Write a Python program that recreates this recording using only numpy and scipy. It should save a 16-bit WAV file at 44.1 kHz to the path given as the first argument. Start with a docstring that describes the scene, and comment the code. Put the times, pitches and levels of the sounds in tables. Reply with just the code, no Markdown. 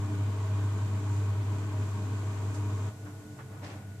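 """Washing machine draining.

A front-loader, heard close to its door, drum at rest. Its mains-driven drain pump hums and
churns water, shaking the cabinet, then stops. A faint whine and the room's drone remain,
with a few soft sloshes, probably water settling in the wet laundry."""
import sys
import numpy as np
from scipy.fft import rfft, irfft, next_fast_len
from scipy.io import wavfile
from scipy.ndimage import map_coordinates

SR = 44100
rng = np.random.default_rng(int(sys.argv[2]) if len(sys.argv) > 2 else 0)


def store_wav(level_fs):
    """Save 16-bit WAV to argv[1]."""
    pcm = np.round(np.clip(np.atleast_2d(level_fs), -1, 1) * 32767)
    wavfile.write(sys.argv[1], SR, pcm.T.astype(np.int16))


N = 176400

MAINS_HZ, PUMP_STOP_S = 50, 2.886

# Pump hum. Each row: multiple of the mains, level in dB.
HUM_HARMONICS = [(2, -31), (6, -52), (8, -55)]
# Noise spectra. Each row: frequency in Hz, relative density in dB.
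CABINET_SPECTRUM = [(20, -55), (33, -44), (42, -17), (51, -35), (64, -6.5), (74, -18), (93, -9), (110, 7),
                    (122, -5.5), (135, -6), (155, -17), (190, -7), (215, -4.5), (238, -16), (264, -3.5),
                    (277, -17), (308, -7), (345, -12), (368, -21), (388, -24), (412, -12.5), (440, -10),
                    (475, -17.5), (510, -25), (900, -49.5)]
CHURN_SPECTRUM = [(200, -20), (450, -11), (540, -8.5), (720, -1.5), (860, 0.5), (1120, 1.5), (1380, -3.5),
                  (1550, -5), (1750, -6), (2200, -7.5), (2800, -11.5), (3800, -13.5), (5200, -20),
                  (7200, -30), (9500, -36), (14000, -66)]
FIZZ_SPECTRUM = [(3000, -20), (5500, -11), (6600, -3.5), (7400, -4.5), (8400, -8.5), (10000, -31),
                 (14000, -41)]
SEEP_SPECTRUM = [(150, -30), (290, 5.5), (380, -4), (700, -1.5), (1000, -2.5), (1700, -18), (3000, -20.5),
                 (5300, -18), (7300, -12.5), (9500, -23), (14000, -30)]
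ROOM_SPECTRUM = [(20, -36), (43, -17), (53, -20), (70, -20), (95, 3.5), (110, 2), (120, -6.5), (135, -3),
                 (155, -13.5), (200, -5), (240, -15), (300, -13), (345, -16.5), (375, -24.5), (440, -13),
                 (510, -29), (640, -19.5), (850, -27), (1100, -34.5), (1400, -31.5), (1900, -30),
                 (3000, -35), (5300, -37.5), (7300, -34), (9500, -39), (14000, -42)]
SPURT_SPECTRUM = [(1500, -23), (4000, -4), (7000, 5), (10000, -2), (14000, -22)]
THUD_SPECTRUM = [(80, -25), (180, -4), (300, 0), (400, -15), (600, -29), (1500, -62)]
GURGLE_SPECTRUM = [(100, -28), (300, -3.5), (500, -0.5), (700, -2.5), (1100, -2.5), (1600, -6.5),
                   (2300, -8), (3200, -15.5), (6000, -37), (14000, -55)]
SPLASH_SPECTRUM = [(500, -25), (1800, 5), (3500, -1.5), (5000, -2.5), (7500, -8.5), (10000, -20),
                   (14000, -32)]
# Resonances and dips of pump housing and tub, and of the room.
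# Each row: centre in Hz, width in Hz, lift in dB.
HOUSING_RESONANCES = [(623, 29, 14.5), (651, 16, 6), (710, 45, -6), (810, 31, -2), (850, 20, 3.5),
                      (900, 26, -5.5), (946, 21, 9.5), (1005, 29, 3), (1091, 43, 6.5), (1150, 22, -4),
                      (1163, 18, 4), (1303, 21, 3), (1380, 35, -4), (1537, 16, 9), (1580, 22, 4),
                      (2444, 45, 8), (3065, 32, 7.5)]
ROOM_RESONANCES = [(642, 38, 3.5), (1080, 14, -1), (1180, 15, 5), (1550, 30, 5), (6300, 81, -2),
                   (7700, 110, 3.5)]
# Stereo likeness of the noise. Each row: frequency in Hz, left-right correlation.
PUMP_COHERENCE = [(100, 0.99), (300, 0.91), (600, 0.75), (1000, 0.79), (2000, -0.19), (5000, 0.072),
                  (12000, -0.38)]
ROOM_COHERENCE = [(100, 0.98), (300, 0.95), (700, 0.82), (1200, 0.26), (2200, 0), (12000, 0.049)]
# Envelopes. Each row: time in seconds, level in dB.
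CHURN_ENVELOPE = [(0, -48.5), (.6, -47.5), (1.2, -48.5), (1.8, -48.5), (2.2, -48.5), (2.9, -49)]
FIZZ_ENVELOPE = [(0, -61), (.3, -61.5), (1.3, -61), (2.2, -61), (2.65, -61.5), (2.9, -61.5)]
SEEP_ENVELOPE = [(0, -58), (3.0, -58.5), (3.38, -59), (3.45, -68), (3.76, -60), (3.85, -76), (4, -80)]
DRONE_ENVELOPE = [(0, -56), (.12, -46.5), (.36, -59), (.8, -52.5), (1.65, -59.5), (2.2, -65), (2.5, -49.5),
                  (2.85, -52.5), (3.0, -61), (3.09, -49), (3.19, -61), (3.27, -50.5), (3.35, -51.5),
                  (3.43, -72), (3.53, -56), (3.62, -66), (3.74, -53.5), (3.82, -70), (4, -62)]
# Room tones. Each row: frequency in Hz, level in dB, phase wander in radians, pan in dB.
ROOM_TONES = [(99.7, -46.5, 0.093, 0.5), (130, -54.5, 0.33, -0.5), (442.4, -69, 0.84, 10),
              (1076, -75, 0.67, 0)]
# Sloshes. Each row: peak time in seconds, level in dB, rise in seconds, fall in dB per second,
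# relative thud in dB, gurgle centre in Hz, its lift in dB, relative splash in dB, gurgle pan in dB.
SLOSH_EVENTS = [(3.078, -51.5, 0.025, 190, 0, 1360, 9, -19, -1),
                (3.4, -47, 0.017, 330, -15, 1400, 6, -23, -0.5),
                (3.545, -53.5, 0.053, 50, -8, 1100, 8, -27, 1),
                (3.628, -48.5, 0.01, 100, -9, 850, 10, -28, 1),
                (3.647, -47.5, 0.015, 103, -6.5, 550, 7.5, -3, 0),
                (3.715, -49.5, 0.021, 96, -9, 580, 4, -8.5, 1)]
# Microphone mismatch. Each row: frequency in Hz, left over right in dB.
MIC_BALANCE = [(100, -0.4), (1000, 0.9), (2000, 0), (3800, 1), (5500, 1), (7200, -4.5), (9500, 0.5),
               (12500, 2.5)]


def amp(db):
    """Decibels to gain."""
    return 10 ** (np.asarray(db) / 20)


def time_s():
    """Sample times."""
    return np.arange(N) / SR


def curve_at(points, hz):
    """Interpolate on a log frequency axis."""
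    knots_hz, values = np.transpose(points)
    return np.interp(np.log(hz + 1), np.log(knots_hz + 1), values)


def envelope(points):
    """Gain over time, interpolated in dB."""
    return amp(np.interp(time_s(), *np.transpose(points)))


def wobble(rate_hz):
    """Smooth random curve, rate_hz knots a second."""
    knots = rng.standard_normal(int(N * rate_hz / SR) + 4)
    return map_coordinates(knots, [time_s() * rate_hz + 1], order=2)


def pan(db):
    """Stereo gains, left over right by db."""
    return amp(np.array([[db], [-db]]) / 2)


def filtered(x, response):
    """Apply a frequency response."""
    size = next_fast_len(N + SR // 4)
    return irfft(rfft(x, size) * response(np.fft.rfftfreq(size, 1 / SR)), size)[..., :N]


def noise(spectrum, coherence, grain=1, resonances=()):
    """Stereo noise of rms 1, modulated by grain, then filtered."""
    def response(hz):
        lift_db = sum(db / (1 + (2 * (hz - centre_hz) / width_hz) ** 2)
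                      for centre_hz, width_hz, db in resonances)
        spread_rad = np.arccos(np.clip(curve_at(coherence, hz), -1, 1)) / 2
        gain = amp(curve_at(spectrum, hz) + lift_db)
        return gain * np.array([np.cos(spread_rad), np.sin(spread_rad)])
    mid, side = filtered(grain * rng.standard_normal((2, N)), response)
    stereo = np.array([mid + side, mid - side])
    return stereo / np.sqrt(np.mean(stereo ** 2) + 1e-20)


def swell(peak_s, rise_s, fall_db_per_s):
    """Gaussian rise, exponential fall."""
    age_s = time_s() - peak_s
    rise = np.exp(-(np.minimum(age_s, 0) / rise_s) ** 2)
    return rise * amp(-fall_db_per_s * np.maximum(age_s, 0))


def run_down(fall_db_per_s):
    """Unity until the pump stops, then decay."""
    return amp(-fall_db_per_s * np.maximum(time_s() - PUMP_STOP_S, 0))


def pump_hum(jitter_s=0.00005, sway_db=0.3):
    """The rotor, locked to the mains, rocks slightly under uneven load."""
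    phase = 2 * np.pi * MAINS_HZ * (time_s() + jitter_s * wobble(14))
    hum = sum(amp(db + sway_db * wobble(22.3)) * np.sin(k * phase) for k, db in HUM_HARMONICS)
    return np.sqrt(2) * hum * run_down(fall_db_per_s=480) * pan(1.0)


def pump_water(shake_db=-42.5):
    """The impeller beats water and air: cabinet shake, fizz, churn easing as the tub empties."""
    shake = amp(shake_db + 0.82 * wobble(11.8)) * noise(CABINET_SPECTRUM, PUMP_COHERENCE)
    bubbles = amp(0.62 * wobble(260) + 0.24 * wobble(34.97))
    churn = noise(CHURN_SPECTRUM, PUMP_COHERENCE, bubbles, HOUSING_RESONANCES)
    churn *= envelope(CHURN_ENVELOPE) * pan(0.5)
    fizz_gain = envelope(FIZZ_ENVELOPE) * amp(1.2 * wobble(7.66))
    fine_bubbles = amp(1.27 * wobble(700))
    fizz = fizz_gain * noise(FIZZ_SPECTRUM, PUMP_COHERENCE, fine_bubbles) * pan(-1.5)
    return (shake + churn + fizz) * run_down(fall_db_per_s=260)


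def seep():
    """A faint wash of moving water outlasts the pump and fades."""
    return envelope(SEEP_ENVELOPE) * noise(SEEP_SPECTRUM, ROOM_COHERENCE)


def room_drone(hz=298, wander_rad=0.82):
    """A low, wavering room tone swells and sinks."""
    tone = np.sqrt(2) * np.cos(2 * np.pi * hz * time_s() + wander_rad * wobble(12))
    return envelope(DRONE_ENVELOPE) * tone * pan(-2.5)


def whine(hz=1467, level_db=-66.5, flutter_hz=120, wander_rad=1.06):
    """A thin whine wavers and flutters."""
    flutter = 1 + 0.33 * (wobble(flutter_hz) + 1j * wobble(flutter_hz))
    phase = 2 * np.pi * hz * time_s() + wander_rad * wobble(6)
    tone = np.sqrt(2) * np.real(flutter * np.exp(1j * phase))
    return amp(level_db) * tone * pan(6.5)


def room(noise_db=-46.5):
    """Room drone and hiss, with wavering tones."""
    tones = np.zeros((2, N))
    for hz, db, wander_rad, pan_db in ROOM_TONES:
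        gain = amp(db + 2.9 * wobble(17))
        phase = 2 * np.pi * hz * time_s() + wander_rad * wobble(9)
        tones += gain * np.sqrt(2) * np.cos(phase) * pan(pan_db)
    noise_gain = amp(noise_db + 0.29 * wobble(5.46))
    return tones + noise_gain * noise(ROOM_SPECTRUM, ROOM_COHERENCE, resonances=ROOM_RESONANCES)


def spurt(level_db=-52.5):
    """One bright hiss shortly before the pump stops."""
    gain = amp(level_db) * swell(peak_s=2.549, rise_s=0.01, fall_db_per_s=215)
    return gain * noise(SPURT_SPECTRUM, ROOM_COHERENCE) * pan(-4.0)


def sloshes(gurgle_width_hz=990, splash_fall_ratio=1.66):
    """Water sloshes: each a soft thud and gurgle under a shorter, brighter splash."""
    thud = noise(THUD_SPECTRUM, ROOM_COHERENCE)
    splash = noise(SPLASH_SPECTRUM, ROOM_COHERENCE, grain=amp(1.6 * wobble(500)))
    grain = amp(0.8 * wobble(180))
    out = np.zeros((2, N))
    for peak_s, db, rise_s, fall_db_per_s, thud_db, hz, lift_db, splash_db, pan_db in SLOSH_EVENTS:
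        gurgle = noise(GURGLE_SPECTRUM, ROOM_COHERENCE, grain, [(hz, gurgle_width_hz, lift_db)])
        body = swell(peak_s, rise_s, fall_db_per_s) * (gurgle * pan(pan_db) + amp(thud_db) * thud)
        splash_gain = amp(splash_db) * swell(peak_s, rise_s, splash_fall_ratio * fall_db_per_s)
        out += amp(db) * (body + splash_gain * splash)
    return out


def scene():
    """Pump, water and room, summed."""
    return pump_hum() + pump_water() + seep() + room_drone() + whine() + room() + spurt() + sloshes()


def record(dry):
    """Two slightly mismatched microphones, band-limited."""
    cutoff_hz = 14550
    sides = np.array([[1], [-1]])
    return filtered(dry, lambda hz: amp(sides * curve_at(MIC_BALANCE, hz) / 2) * (hz < cutoff_hz))


dry = scene()
out = record(dry)
store_wav(out)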